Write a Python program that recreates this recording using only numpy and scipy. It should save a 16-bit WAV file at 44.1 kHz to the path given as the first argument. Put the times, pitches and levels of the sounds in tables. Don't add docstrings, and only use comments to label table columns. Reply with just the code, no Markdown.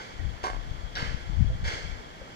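import sys
import numpy as np
from scipy import signal
from scipy.fft import rfft, irfft, next_fast_len
from scipy.io import wavfile
from scipy.ndimage import uniform_filter1d

SR = 44100
rng = np.random.default_rng(int(sys.argv[2]) if len(sys.argv) > 2 else 0)


def level_to_linear(level):
    exponent = np.asarray(level, float) / 20
    return 10 ** exponent


def generate_wav(signal):
    frames = np.transpose(np.atleast_2d(signal))
    scaled = np.clip(frames, -1, 1) * 32767
    pcm = np.round(scaled).astype(np.int16)
    wavfile.write(sys.argv[1], SR, pcm)


N = 103635

# (time [s], peak level [dB], swing [Hz], length [cycles])
LEFT_EDDIES = [(.2, -17.5, 42, 0.41), (.268, -13, 56, 0.23), (.296, -20, 55, 0.73), (.44, -26, 45, .8),
               (.5, -32, 45, 1.2), (.576, -23, 36.9, 4.9), (.716, -15, 63, 0.51), (.797, -24, 50.7, 0.91),
               (.847, -27, 47.7, 3.8), (1.029, -11, 137, 0.52), (1.057, -29, 60.4, 1.2),
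               (1.113, -19.5, 73, 0.34), (1.147, -11.5, 57.7, 0.22), (1.3, -15.5, 111, 0.61),
               (1.372, -12.5, 69.4, 0.56), (1.397, -14.5, 90.3, 2.6), (1.410, -6, 161, 1.4),
               (1.424, -11, 108, 2.9), (1.446, -7.5, 87, 0.16), (1.475, -31, 60.5, 0.3),
               (1.503, -16, 56.6, 0.65), (1.554, -18, 81, 0.65), (1.603, -18, 46, 0.54),
               (1.628, -15, 74, 0.42), (1.74, -18.5, 65, 0.31), (1.775, -25.5, 60.4, 0.65),
               (1.805, -40, 50, 0.92), (1.85, -20, 53.4, 0.43), (1.899, -22, 54.6, 0.29),
               (1.931, -25.5, 48, 1.5), (2.22, -37, 45.5, 1.6)]
RIGHT_EDDIES = [(0.692, -35, 36, 3.7), (1.115, -43, 54.3, 0.88), (1.499, -24, 51, 2.1),
                (1.534, -27, 61.5, 0.92), (1.553, -27, 66.4, 0.3), (1.633, -22, 50, 1.8),
                (1.653, -21, 54.7, 0.4), (1.676, -26, 73, 1.3), (1.699, -26, 60, 0.56)]
# (time [s], left level [dB], right level [dB])
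GUST = [(0, -50, -54), (.17, -42, -57), (.24, -26, -71), (.4, -41, -63), (.55, -38.5, -53),
        (.72, -37.5, -54), (.95, -35.5, -61), (1.1, -28.5, -53), (1.26, -39.5, -49), (1.4, -20, -76),
        (1.46, -19, -46), (1.517, -37, -22), (1.59, -30, -47), (1.67, -29, -26.5), (1.75, -44, -50),
        (1.9, -34.5, -64), (2.05, -45, -72), (2.25, -51.5, -68)]
# (frequency [Hz], level [dB])
GUST_SPECTRUM = [(15, -14), (40, -4.5), (80, -8), (150, -16.5), (250, -25.5), (500, -78)]

# (frequency [Hz], level [dB], t60 [s])
PANEL_MODES = [(372, -6, .2), (425, -9, .18), (648, -9, .25), (743, 1, .32), (918, -8, .3), (832, -10, .25),
               (991, 4, .24), (1104, 4, .26), (1165, -9, .3), (1416, -13, .3), (1522, -11, .4),
               (1588, -8, .4), (1739, -13, .3), (2113, -13, .35)]
# (time [s], blow level [dB], tick level [dB])
RATTLE = [(0.432, -46, -35.5), (0.4373, -34.5, -31.5), (0.4403, -36, -27.5), (.449, -61, -36),
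          (0.457, -36, -29.5), (.469, -29.5, -35), (0.48, -34.5, -38.5), (0.485, -37, -37),
          (0.501, -33.5, -37), (0.533, -36.5, -49), (.545, -40, -45), (0.566, -40.5, -59)]
# (frequency [Hz], level [dB])
TICK_SPECTRUM = [(500, -13), (2500, 2.5), (4000, -2), (5700, -3.5), (7200, -9), (10000, -9), (15000, -33)]
# (time [s], below 0 sounds at 0, level [dB], frequency [Hz], t60 [s])
BUMPS = [(-0.5, -35, 860, 0.062), (0.2, -38, 770, .06), (1, -30, 960, .06), (0, -35.5, 1500, 0.056),
         (0.2, -37, 1900, .05), (1.5, -51, 420, 0.1), (2.2, -45, 514, .1), (2.215, -33, 517, 0.053),
         (-1, -48, 290, .1), (1.5, -40, 514, .16), (1.5, -41, 650, 0.16), (2, -44, 420, 0.13),
         (1.3, -44.5, 320, 0.33), (0.2, -41, 290, .12)]
# (frequency [Hz], gain [dB])
PANEL_SHADE = [(600, -0.5), (800, -3.5), (1130, -7), (1350, 0)]

# (start [s], attack [s], drag [s], level [dB], sole thud [dB], easing [dB/s])
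SCUFFS = [
    (-.05, 0.0089, 0.031, -37.5, -4, -78),
    (0.954, 0.014, 0.092, -32.5, -7.5, -81),
    (1.639, 0.039, 0.092, -31.5, -7.5, -62),
]
# (frequency [Hz], level [dB])
GRIT_SPECTRUM = [(300, -20.5), (1200, -10), (1600, -4), (3000, -3), (4700, -2), (7300, -11.5),
                 (8500, -14.5), (15000, -35)]
# (frequency [Hz], width [Hz], far spot level [dB], near spot level [dB])
SLAB_RINGS = [(1660, 250, -4, 2), (2076, 210, -10.5, -7), (2304, 33, -9.5, -15), (2097, 110, -11, -9.5),
              (2590, 510, -11, -3.5), (3110, 240, -43, -6), (3353, 220, -6, -14), (4100, 1400, -34, -24)]
# (frequency [Hz], width [Hz], level [dB])
TIP_RINGS = [(2090, 230, -4.5), (4010, 310, -2.5), (4650, 640, -1), (5500, 320, -3.5)]
# (frequency [Hz], width [Hz], level [dB])
SOLE_RINGS = [(318, 20, -4), (515, 45, 0), (588, 30, -2)]

# (frequency [Hz], t60 [s])
ROOM_T60 = [(250, 0.75), (1000, 0.76), (3000, 0.77), (8000, 0.81), (15000, 0.1)]
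# (frequency [Hz], gain [dB])
LEFT_PORT = [(850, -0.5), (1150, -0.5), (1750, -5), (2500, -1), (3000, 2), (5000, 1.5), (7300, 3.5),
             (8800, -11)]
RIGHT_PORT = [(1400, 0.5), (2300, 6), (2600, -21.5), (3050, 6), (3700, -16.5), (4400, 5.5), (8500, -7),
              (10200, -3)]
# (frequency [Hz], correlation [0..1])
PORT_LIKENESS = [(100, 1), (600, 0.13), (1200, 0.88), (1700, 1), (2100, 0.16), (3000, 0.35), (3800, 0.48),
                 (6000, 0.06)]
# (frequency [Hz], level [dB])
HUM_SPECTRUM = [(30, -8), (150, 7.5), (400, 3), (1100, 2.5), (2200, -3.5), (5000, -13), (7400, -17.5),
                (15000, -29)]
# (frequency [Hz], gain [dB])
CAPSULE = [(9400, -1), (10500, 1), (12000, -5), (13000, 3), (14000, -4), (14600, 3), (15100, 0),
           (15500, -8)]


def evened(x):
    return x / np.sqrt(np.mean(x ** 2) + 1e-20)


def read(points, hz):
    f, value = np.transpose(points)
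    return np.interp(np.log(hz + 1), np.log(f + 1), value)


def colour(x, gain):
    n = next_fast_len(x.shape[-1] + 4096)
    spectrum = rfft(x, n) * gain(np.fft.rfftfreq(n, 1 / SR))
    return irfft(spectrum, n)[..., :x.shape[-1]]


def shaped(x, table):
    return colour(x, lambda hz: level_to_linear(read(table, hz)))


def resonate(x, hz, width_hz):
    r = np.exp(-np.pi * width_hz / SR)
    w = 2 * np.pi * hz / SR
    return signal.lfilter([(1 - r) * 2 * np.sin(w)], [1, -2 * r * np.cos(w), r * r], x)


def rung(x, rings):
    out = 0
    for hz, width_hz, db in rings:
        ring = resonate(resonate(x, hz, width_hz), hz, 3 * width_hz)
        out = out + level_to_linear(db) * evened(ring)
    return evened(out)


def drift(rate_hz, channels=1):
    return evened(colour(rng.standard_normal((channels, N)), lambda hz: np.exp(-(hz / rate_hz) ** 2)))


def wind():
    lump_db, lump_hz = 2.5, 12.3
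    lean_rad = 0.48
    low_cut_hz, eddy_top_hz = 3.1, 227
    t = np.arange(N) / SR
    s, left_db, right_db = np.transpose(GUST)
    gust_db = np.array([np.interp(t, s, left_db), np.interp(t, s, right_db)])
    level_db = gust_db + lump_db * drift(lump_hz, channels=2)
    out = level_to_linear(level_db) * evened(shaped(rng.standard_normal((2, N)), GUST_SPECTRUM))
    for port, eddies in enumerate((LEFT_EDDIES, RIGHT_EDDIES)):
        for at_s, db, hz, cycles in eddies:
            turns = (t - at_s) * hz
            envelope = 1 / (1 + (2.03 * turns / cycles) ** 2) ** 2
            out[port] += level_to_linear(db) * np.cos(2 * np.pi * turns + lean_rad) * envelope
    return colour(out, lambda hz: hz ** 2 / (hz ** 2 + low_cut_hz ** 2) / (1 + (hz / eddy_top_hz) ** 4))


def panel():
    tick_s, clack_s, bump_rise_s = 0.0088, 0.0022, 0.0011
    ring_db = 6.5
    held_s, held_db_per_s = 0.505, -350
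    out, ticks, t = np.zeros(N), np.zeros(N), np.arange(12000) / SR
    modes = np.array([level_to_linear(db - 60 * t / t60) * np.sin(2 * np.pi * hz * t) for hz, db, t60 in PANEL_MODES])
    for blow, (s, blow_db, tick_db) in enumerate(RATTLE):
        at = round(s * SR)
        mix = 1 + 0.057 * np.tanh(rng.standard_normal(len(PANEL_MODES)))
        if blow == 1:
            held_db = held_db_per_s * np.maximum(s + t - held_s, 0)
            envelope = level_to_linear(ring_db + held_db) * np.minimum(t / clack_s, 1)
        else:
            envelope = np.exp(-t / clack_s)
        out[at:at + len(t)] += level_to_linear(blow_db) * (mix @ modes) * envelope
        ticks[at:at + len(t)] += level_to_linear(tick_db) * rng.standard_normal(len(t)) * np.exp(-t / tick_s)
    for s, db, hz, t60 in BUMPS:
        bump = level_to_linear(db - 60 * t / t60) * np.sin(2 * np.pi * hz * t) * np.minimum(t / bump_rise_s, 1)
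        part = out[round(max(s, 0) * SR):][:len(t)]
        part += bump[:len(part)]
    return out + shaped(ticks, TICK_SPECTRUM)


def crushed_grit():
    grit_per_s, spread_db = 3000, -3.5
    sizes = level_to_linear(spread_db * np.minimum(rng.exponential(1, N), 4))
    clicks = sizes * (rng.random(N) < grit_per_s / SR)
    return evened(clicks * rng.choice([-1., 1.], N))


def on_slab(clicks, grit, level_column):
    rings = sum(level_to_linear(row[level_column]) * evened(resonate(clicks, *row[:2])) for row in SLAB_RINGS)
    return evened(grit + rings)


def boot():
    lift_db_per_s, thud_rise_s = -120, 0.047
    strike_db, strike_s = -32, 0.013
    t = np.arange(N) / SR
    clicks = crushed_grit()
    grit = evened(shaped(clicks, GRIT_SPECTRUM))
    far, near = on_slab(clicks, grit, 2), on_slab(clicks, grit, 3)
    sole = rung(clicks, SOLE_RINGS)
    out, uneven = np.zeros(N), level_to_linear(0.13 * drift(30)[0])
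    for (s, attack_s, drag_s, db, thud_db, ease_db_per_s), scrape in zip(SCUFFS, (far, near, far)):
        u = t - s
        ease_db = ease_db_per_s * np.clip(u, 0, drag_s)
        lift_db = lift_db_per_s * np.maximum(u - drag_s, 0)
        onset = np.sqrt(np.clip(u / attack_s, 0, 1))
        thud = level_to_linear(thud_db) * np.clip(u / thud_rise_s, 0, 1) * sole
        out += level_to_linear(db + ease_db + lift_db) * (onset * scrape + thud)
    u = t - SCUFFS[1][0]
    strike = level_to_linear(strike_db) * (u > 0) * np.exp(-abs(u) / strike_s) * rung(clicks, TIP_RINGS)
    return out * uneven + strike


def room(x, wet_db, damp):
    taps = np.zeros((2, SR))
    at = np.arange(200, SR - 20, 20) + rng.integers(0, 20, (2, (SR - 201) // 20))
    np.put_along_axis(taps, at, rng.choice([-1., 1.], at.shape), 1)
    hz, t, z = signal.stft(taps, SR, nperseg=256)
    decay = level_to_linear(-60 * damp * t / read(ROOM_T60, hz)[:, None])
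    tail = signal.istft(z * decay, SR, nperseg=256)[1]
    tail = tail / np.linalg.norm(tail[0])
    wet = signal.fftconvolve(x[None], tail, axes=1)[:, :N] * level_to_linear(wet_db)
    quarter_turn = colour(x, lambda hz: 1j)
    return wet + np.array([x, 0.8 * quarter_turn])


def thin(x):
    low_cut_hz = 258
    return colour(x, lambda hz: 1 / (1 + (low_cut_hz / (hz + 1)) ** 6))


def ports(first, second):
    lag_samples = 22

    def same(hz):
        return np.clip(read(PORT_LIKENESS, hz), 0, 1)

    right = colour(first, same) + colour(second, lambda hz: np.sqrt(1 - same(hz) ** 2))
    return np.array([shaped(first, LEFT_PORT), shaped(np.roll(right, lag_samples), RIGHT_PORT)])


def whine():
    centre_hz, width_hz = 3327, 206
    level_db, flicker_db, right_db = -56.5, -2.5, -5
    band = resonate(rng.standard_normal((2, N)), centre_hz, width_hz)
    band = resonate(band, centre_hz, 2 * width_hz)
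    return level_to_linear(level_db + flicker_db * drift(35) + [[0], [right_db]]) * evened(band)


def hum():
    level_db, patch_db, swell_db = -45, 0.5, 0.3
    frames, hz = N // 256 + 5, np.fft.rfftfreq(1024, 1 / SR)
    a, b, c, d, patches = rng.standard_normal((frames, 513, 5)).T
    patches = uniform_filter1d(patches, 10, 0)
    patches = evened(uniform_filter1d(patches, 12, 1))
    z = np.array([a + 1j * b, c + 1j * d])
    z = z * level_to_linear(read(HUM_SPECTRUM, hz)[:, None] + patch_db * patches)
    noise = signal.istft(z, nperseg=1024, noverlap=768)[1][:, :N]
    return level_to_linear(level_db + swell_db * drift(1.0)) * evened(noise)


def scene():
    left, right = ports(*thin(room(panel(), wet_db=-11, damp=2.2)))
    door = np.array([shaped(left, PANEL_SHADE), right])
    steps = thin(room(boot(), wet_db=-3.5, damp=1))
    return wind() + door + ports(*(steps + hum())) + whine()


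def roll_off(x):
    return signal.sosfilt(signal.butter(12, 15610, fs=SR, output="sos"), x)


def record(dry):
    edge_hz = 15720
    mix = colour(shaped(dry, CAPSULE), lambda hz: hz < edge_hz)
    return roll_off(mix)


dry = scene()
out = record(dry)
generate_wav(out)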